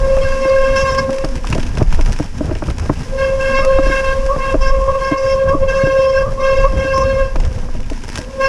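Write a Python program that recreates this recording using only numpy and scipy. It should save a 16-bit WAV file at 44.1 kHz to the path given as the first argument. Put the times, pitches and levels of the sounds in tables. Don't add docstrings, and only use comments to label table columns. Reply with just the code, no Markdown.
import sys
import numpy as np
from scipy import signal
from scipy.fft import rfft, irfft, next_fast_len
from scipy.io import wavfile
from scipy.ndimage import uniform_filter1d

SR = 44100
rng = np.random.default_rng(int(sys.argv[2]) if len(sys.argv) > 2 else 0)


def master(y):
    cut = np.clip(np.atleast_2d(y).T, -1, 1)
    pcm = np.round(cut * 32767)
    wavfile.write(sys.argv[1], SR, pcm.astype(np.int16))


N = 373968


def amp(db):
    return 10 ** (np.asarray(db) / 20)


def unit(x):
    return x / np.sqrt(np.mean(x ** 2) + 1e-20)


def curves(rows):
    times, *columns = np.transpose(rows)
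    return [np.interp(np.arange(N) / SR, times, column) for column in columns]


def wobble(count):
    knots = rng.standard_normal(int(N * count / SR) + 2)
    return np.interp(np.arange(N) * count / SR, np.arange(len(knots)), knots)


def filtered(x, response):
    size = next_fast_len(N + SR // 2)
    spectrum = rfft(x, size) * response(np.fft.rfftfreq(size, 1 / SR))
    return irfft(spectrum, size)[..., :N]


def coloured(x, points):
    f, db = np.transpose(points)
    return filtered(x, lambda hz: amp(np.interp(np.log(hz + 1), np.log(f + 1), db)))


def ringing(x, modes):
    def response(f):
        total = 0
        for k, (centre, width, db) in enumerate(modes):
            damping = 1j * f * width
            total = total + (-1) ** k * amp(db) * damping / (centre * centre - f * f + damping)
        return total

    return filtered(x, response)


def bursts(times, dbs, t60):
    kicks = np.zeros(N)
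    kicks[np.round(times * SR).astype(int)] = amp(dbs)
    t = np.arange(SR // 10) / SR
    return signal.fftconvolve(kicks, amp(-60 * t / t60))[:N] * rng.standard_normal(N)


# (time [s], relative level of the rotor tone [dB])
HOWL = [
    [(0.0, -20), (0.1, -10.5), (0.338, -19.5), (0.53, -10.5), (0.91, -16.5), (0.93, -16), (1.214, -19),
     (1.398, -41), (1.5, -46)],
    [(3.05, -60), (3.136, -22), (3.24, -12), (3.408, -16.5), (3.596, -13), (3.63, -19.5), (3.68, -8.5),
     (3.892, -15.5), (4.3, -17.5)],
    [(4.3, -20.5), (4.378, -25), (4.552, -19), (4.582, -30), (4.636, -16.5), (5.14, -20), (5.182, -14),
     (5.436, -10.5), (5.6, -26)],
    [(5.6, -24), (5.636, -11), (5.664, -16), (5.728, -9.5), (5.864, -13.5), (5.988, -9), (6.21, -12.5),
     (6.304, -31), (6.33, -19)],
    [(6.33, -28), (6.448, -11), (6.656, -13), (6.69, -25.5), (6.836, -14.5), (7.218, -11), (7.312, -31.5),
     (7.778, -52), (7.8, -64)],
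    [(8.2, -48), (8.3, -37), (8.36, -26.5), (8.412, -12.5), (8.47, -17)],
]


def howl_level():
    rows = []
    for stretch in HOWL:
        if rows and stretch[0][0] - rows[-1][0] > .1:
            rows += [(rows[-1][0] + .05, -90), (stretch[0][0] - .02, -90)]
        rows += stretch
    return curves(rows)[0]


# (time [s], length [s],
# relative levels of 2nd harmonic [dB], brass [dB] and edge [dB])
BITES = [(0.21, 0.59, -37, -34.5, -46), (0.754, 0.094, -17.5, -24.5, -29),
         (0.847, 0.13, -20.5, -27.5, -35.5), (0.976, 0.044, -17, -23.5, -28),
         (3.177, 0.13, -38, -31.5, -44.5), (3.398, 0.26, -29, -29, -42), (3.667, 0.21, -32.5, -38, -51),
         (3.824, 0.2, -32, -25.5, -41), (4.034, 0.13, -27, -28.5, -45), (4.384, 0.16, -20.5, -30.5, -66),
         (4.607, 0.11, -27.5, -30.5, -38), (4.732, 0.13, -24, -65, -62), (4.88, 0.089, -29, -42, -63),
         (4.98, 0.199, -21, -32.5, -58), (5.04, 0.072, -30, -36, -36.5), (5.172, 0.2, -34, -36, -37.5),
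         (5.482, 0.036, -26, -30.5, -40), (5.68, 0.22, -35, -30, -40), (5.867, 0.385, -29.5, -36, -42),
         (6.398, 0.274, -29, -32.5, -41), (6.672, 0.21, -35, -45, -54), (6.764, 0.2, -60, -31, -44.5),
         (6.933, 0.12, -16.5, -40, -35), (7.028, 0.21, -60, -36.5, -47), (7.237, 0.12, -41, -48, -56),
         (8.404, 0.09, -21.5, -27, -37)]
BITE_RISE_S, BITE_FALL_S = 0.019, 0.064


def bites():
    t = np.arange(N) / SR
    gains = np.zeros((3, N))
    for start, length, *dbs in BITES:
        rise = (t - start) / BITE_RISE_S + .5
        fall = (start + length - t) / BITE_FALL_S + .5
        shape = np.clip(np.minimum(rise, fall), 0, 1)
        gains = np.maximum(gains, amp(dbs)[:, None] * shape ** 2)
    return gains


# (multiple of the rotor tone, relative level [dB])
BRASS = [(3, 4), (4, -5), (5, -2.5), (6, -12), (7, -20.5), (8, -19.5)]
# (multiple of the rotor tone, relative level [dB])
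EDGE = [(9, -3), (10, 1), (11, -6), (12, -11), (13, -20.5), (14, -16.5), (19, -22)]
ROTOR_HZ = 536
SOFT_SECOND_DB, SOFT_BRASS_DB = -15, -26.5
FLUTTER, FLUTTER_LOW = 0.38, 0.11
EDGE_GAPS = 1.5


def howl():
    first_db = howl_level()
    second, brass, edge = bites()
    second_db = 20 * np.log10(second + amp(first_db + SOFT_SECOND_DB))
    brass_db = 20 * np.log10(brass + amp(first_db + SOFT_BRASS_DB))
    edge_db = 20 * np.log10(edge + 1e-5)
    pitch = ROTOR_HZ + wobble(count=12) + 3 * wobble(count=90)
    phase = 2 * np.pi * np.cumsum(pitch) / SR
    grip = wobble(count=40)

    def partial(k, db, depth):
        rough = FLUTTER_LOW if k < 3 else FLUTTER
        hold = np.tanh(1.035 + depth * wobble(count=45))
        swell = amp(db + 3 * np.tanh(depth) * wobble(count=16))
        flicker = 1 + rough * wobble(count=200)
        wave = np.sin(k * phase + rough * wobble(count=110))
        return amp(3.5) * swell * hold * flicker * wave

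    tone = partial(1, first_db + 0.29 * grip, 0.31)
    tone += partial(2, second_db + 0.98 * grip, 1.0)
    bite_db = 2.5 * grip
    tone += sum(partial(k, brass_db + db + bite_db, 1.2) for k, db in BRASS)
    tone += sum(partial(k, edge_db + db + bite_db, EDGE_GAPS) for k, db in EDGE)

    stray = 2 * phase + 2 * np.pi * np.cumsum(45 + 35 * wobble(count=22)) / SR
    stray_gain = amp(second_db - 11.5 + 4.7 * wobble(count=30))
    tone += stray_gain * np.sin(stray + 0.83 * wobble(count=150))

    scrub = unit(ringing(rng.standard_normal(N), [(503.8, 15.5, 20.5), (1043, 51, 3.6)]))
    scrub_gain = amp(0.18 * second_db - 28.5 + 2.2 * wobble(count=25)) * (first_db > -80)
    rasp = unit(ringing(rng.standard_normal(N), [(1540, 480, -11.5), (2620, 91, 6.5)]))
    rasp_gain = amp(0.42 * (brass_db + second_db) - 26.0 + 3.3 * grip)
    return tone + scrub_gain * scrub + rasp_gain * rasp


# (time [s], level [dB])
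WIND = [(0, -11), (.4, -17), (.55, -21), (.9, -18), (1.06, -30), (1.2, -12.5), (1.4, -17), (1.65, -10.5),
        (1.85, -13), (1.95, -6.5), (2.38, -22.5), (2.55, -17), (3.5, -21), (3.75, -12), (4.35, -21.5),
        (4.6, -14), (4.9, -22), (5.75, -16), (6.16, -25), (6.65, -14), (6.85, -19), (7.45, -14), (8.1, -21),
        (8.47, -24.5)]
# (frequency [Hz], relative level [dB])
BUFFET = [(6, -20), (15, 10), (30, 6), (55, -4.5), (90, -41), (200, -51), (400, -120)]


def wind(gust):
    swell = amp(4.3 * gust + 0.72 * wobble(count=25))
    buffet = unit(swell * coloured(rng.standard_normal(N), BUFFET))
    return amp(curves(WIND)[0]) * buffet


# (time [s], level [dB])
GROUND = [(0, -21.5), (.6, -32), (.84, -16.5), (1.18, -31.5), (1.46, -27), (1.52, -9.5), (1.63, -25),
          (1.75, -24), (1.82, -8.5), (1.87, -21.5), (2.08, -19), (2.35, -29), (2.46, -18.5), (2.9, -23.5),
          (3.5, -27.5), (3.8, -24.5), (4.2, -29.5), (5.3, -28.5), (5.46, -21.5), (5.85, -27), (6.16, -31.5),
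          (6.32, -17.5), (6.45, -29.5), (6.8, -21), (7.3, -27), (7.45, -21.5), (7.7, -27.5), (8.47, -33.5)]
# (frequency [Hz], relative level [dB])
RUMBLE = [(30, -31.5), (60, 11.5), (160, -2), (210, -6.5), (300, -15.5), (450, -15), (1500, -28.5),
          (4000, -70)]


def tyre_rumble(gust):
    lumps_db = 1.7 * gust + 3 * wobble(count=20) + 4.0 * wobble(count=60)
    lumps = amp(10.3 * np.tanh(lumps_db / 9))
    rumble = unit(lumps * coloured(rng.standard_normal(N), RUMBLE))
    return amp(curves(GROUND)[0]) * rumble


# (time [s], level [dB])
TREAD = [(0, -36), (3.7, -34.5), (5.2, -51), (6.9, -41.5), (8.48, -35.5)]


def tread_hum():
    hum = ringing(ringing(rng.standard_normal(N), [(240.0, 27, 0)]), [(250, 96, 0)])
    return amp(curves(TREAD)[0]) * unit(amp(5.9 * wobble(count=15)) * hum)


# (time [s], relative level [dB])
GRIT = [(0, -33), (1.1, -36.5), (1.55, -36), (2.1, -36.5), (2.35, -38.5), (2.9, -36), (3.9, -34.5),
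        (5.5, -39), (7.4, -38.5), (8.47, -38)]
# (frequency [Hz], relative level [dB])
HISS = [(410, 6), (700, -1), (990, 7.5), (1130, -1.5), (1610, 1.5), (2400, -1.5), (2770, -2.5), (4230, -9),
        (5260, -0.5), (8460, -13.5), (10400, -14), (12000, -32.5), (13400, -25.5), (15100, -49.5)]
PAD_HISS_DB = -6.5


def hiss():
    loose = np.clip(-howl_level() / 40, .4, 1)
    rough = loose * (wobble(count=12) + wobble(count=45))
    hits = rng.random(N) < 160 / SR
    stones = hits * amp(9.5 * rng.exponential(size=N).clip(0, 2) + 5.0 * rough)
    grains = signal.fftconvolve(stones, amp(-60 * np.arange(600) / SR / .005))[:N]
    noise = (amp(1.6 * rough) + 0.37 * loose * grains) * rng.standard_normal(N)
    sound = unit(coloured(noise, HISS))
    sound += ringing(sound, [(1610, 17, 8.0), (2750, 16, -5)])
    pad_gain = amp(PAD_HISS_DB) * bites()[1]
    return np.hypot(amp(curves(GRIT)[0]), pad_gain) * sound


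# (time [s], relative level [dB], low part relative to it [dB])
RATTLES = [(0.185, -32.5, 1), (0.948, -25, 0.5), (1.1053, -26, -14), (1.13, -27.5, -4), (1.184, -25, -27),
           (1.246, -19, -22), (1.288, -30, -23), (1.355, -25, -22), (1.4701, -22.5, -6.5), (1.5268, -28, 7),
           (1.549, -21, -33), (1.58, -28, -8), (1.603, -25.5, -20), (1.63, -26.5, -2), (1.666, -28, -11),
           (1.7726, -26, -7), (1.783, -25, -12), (1.826, -26, -20), (1.905, -33, -6), (1.926, -23, -10),
           (1.945, -23, -11), (2.01, -22, -7), (2.0604, -24, -14), (2.163, -32.5, -3), (2.227, -32, -13),
           (2.378, -38, -2), (2.552, -31.5, -1), (2.702, -25, -10.5), (2.783, -24, -18),
           (2.797, -25.5, -25), (3.649, -20, -20), (4.263, -26, -12), (6.978, -22, -26), (7.358, -29, -2),
           (7.4005, -25.5, -9), (7.45, -27, -37), (7.803, -31.5, -25), (7.9, -25, -23.5),
           (8.037, -28.5, -16), (8.12, -30, -10.5), (8.1616, -26.5, -14)]
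# (frequency [Hz], width [Hz], gain [dB])
CHAIN = [(1640, 110, 12.5), (2600, 450, 16.5), (3120, 790, -11.5)]
# (frequency [Hz], width [Hz], gain [dB])
SLAP = [(870, 1020, -3), (1330, 1040, -4)]
# (frequency [Hz], gain [dB])
DULL = [(9500, 0), (12000, -12)]
LOOSE_PER_S = 60
LOOSE_DB = -16
BRAKED_DB = -9


def rattles():
    s, db, low_db = np.transpose(RATTLES)
    when, size = rng.random((round(N / SR * LOOSE_PER_S), 2)).T
    when = when * (N - 1) / SR
    braking = howl_level() > -36
    grit_db = curves(GRIT)[0] + BRAKED_DB * braking
    loose_db = grit_db[np.round(when * SR).astype(int)] + LOOSE_DB + 12 * size

    low = bursts(s, db + low_db, 0.056) + bursts(when, loose_db, 0.048)
    ticks = bursts(s, db + 0.5, 0.03) + bursts(when, loose_db + 10, 0.0043)
    ticks = uniform_filter1d(ticks, size=2)
    chain = amp(-0.5) * ringing(low, CHAIN)
    slap = amp(-7) * ringing(bursts(when, loose_db, .03), SLAP)
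    return amp(7.5) * coloured(ticks, HISS) + coloured(chain + slap, DULL)


# (time [s], relative level [dB], slap relative to it [dB], thump relative to it [dB])
KNOCKS = [(0.167, -21, 20, -4), (0.451, -11, -1, -8), (1.092, -10, -1, -13), (1.24, -7.5, 3, -5),
          (1.444, -26, 14.5, -20), (1.499, -25, -16, 18), (1.526, -14.5, 8, 8.5), (1.554, -2, -25, -14),
          (1.581, -10, -2, 3.5), (1.772, -14, 5, 1), (1.813, -2, -18, 2), (1.99, -7, -2, -19),
          (2.198, -5, -6, -2.5), (2.407, -5, -12, -23), (2.444, -17.5, -1, 6), (2.493, -22, 6.5, -5),
          (2.511, -7, -6, -9), (2.555, -15.5, 0, -16), (2.622, -10.5, 5, -17), (2.683, -15.5, 3, -10),
          (2.855, -20, 3, -17), (2.895, -2, 1, -1), (3.587, -16.5, 7.5, -6), (3.786, -8, 3, -7),
          (3.863, -10, -15, -4), (3.895, -9.5, -9, -9), (4.361, -9, 1, -3), (4.542, 0.5, -8, -43),
          (5.114, -3, -9, -7.5), (5.543, -4.5, -17, -9), (5.833, -13, -29, 10.5), (5.867, -9, -2, -14),
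          (5.984, -23.5, -3, 8.5), (6.73, -13.5, -13, -0.5), (6.843, -9.5, -20, -5),
          (6.975, -13.5, -12, -6), (7.357, -13.5, 4.5, -2), (7.687, -31.5, 14, -7), (7.747, -17.5, -3, 2),
          (7.913, -10.5, -19, -20), (8.182, -13, -6, -3)]
# (frequency [Hz], width [Hz], gain [dB])
FRAME = [(294.4, 49, 1), (629, 61, -4.5)]
# (frequency [Hz], width [Hz], gain [dB])
TYRE = [(130, 71, 3), (164, 13, -0.5)]


def knocks():
    s, db, slap_db, thump_db = np.transpose(KNOCKS)
    late, weak, later, weaker = rng.random((len(s), 4)).T

    def pushes(delay, dbs, length):
        x = np.zeros(N)
        x[np.round((s + delay) * SR).astype(int)] = amp(dbs)
        return signal.fftconvolve(x, np.hanning(round(length * SR)))[:N]

    blows = pushes(0, db + 12.0, 0.00058)
    blows -= pushes(0.002145 + 0.00287 * late, db + 12.5 - 4 * weak, 0.0012)
    blows += pushes(0.00927 + 0.01317 * later, db + 2.5 - 9 * weaker, 0.0011)
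    judder = uniform_filter1d(bursts(s + 0.0043, db + 10, 0.056), size=11)
    thump = ringing(pushes(0.0032, db + thump_db + 6, 0.0027), TYRE)
    slap = uniform_filter1d(bursts(s, db + slap_db, 0.037), size=9)
    slap = uniform_filter1d(slap, size=7)
    return ringing(blows + judder, FRAME) + thump + amp(10.0) * ringing(slap, SLAP)


# (time [s], relative level [dB], start pitch [Hz], climb [share of start pitch], length [s])
CHIRPS = [(3.601, -24, 1124, 0.14, 0.098), (4.285, -16, 1055, 0.1, 0.098), (4.702, -16, 1070, 0.056, 0.046),
          (4.876, -14, 1060, 0.043, 0.055), (4.931, -15, 1073, 0.024, 0.065),
          (5.139, -17, 1056, 0.052, 0.061), (5.472, -13.5, 1058, 0.061, 0.12),
          (6.219, -23, 1080, 0.097, 0.099), (6.374, -23, 1072, 0.087, 0.07),
          (6.638, -10, 1051, 0.082, 0.047)]
CHIRP_TURN = 1.82


def chirps():
    out = np.zeros(N + SR)
    uneven, ragged = wobble(count=160), wobble(count=70)
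    for s, db, hz, climb, length in CHIRPS:
        u = np.linspace(0, 1, round(length * SR))
        at = round(s * SR)
        span = slice(at, at + len(u))
        pitch = hz * (1 + climb * np.sin(CHIRP_TURN * u))
        phase = 2 * np.pi * np.cumsum(pitch) / SR + 0.7 * uneven[span]
        gain = amp(db + 3.3 * np.tanh(ragged[span])) * np.sin(np.pi * u ** 0.52)
        out[span] += gain * (np.sin(phase) + 0.84 * np.sin(phase / 2))
    return out[:N]


def scene():
    gust = wobble(count=10)
    ride = wind(gust) + tyre_rumble(gust) + tread_hum() + hiss()
    return (howl() + ride + rattles() + knocks() + chirps())[None]


SELF_NOISE_DB = -72
TOP_HZ = 15220


def record(dry):
    heard = dry + amp(SELF_NOISE_DB) * rng.standard_normal(N)
    held = heard / (1 + np.abs(heard / .95) ** 6) ** (1 / 6)
    return filtered(held, lambda hz: hz < TOP_HZ)


dry = scene()
out = record(dry)
master(out)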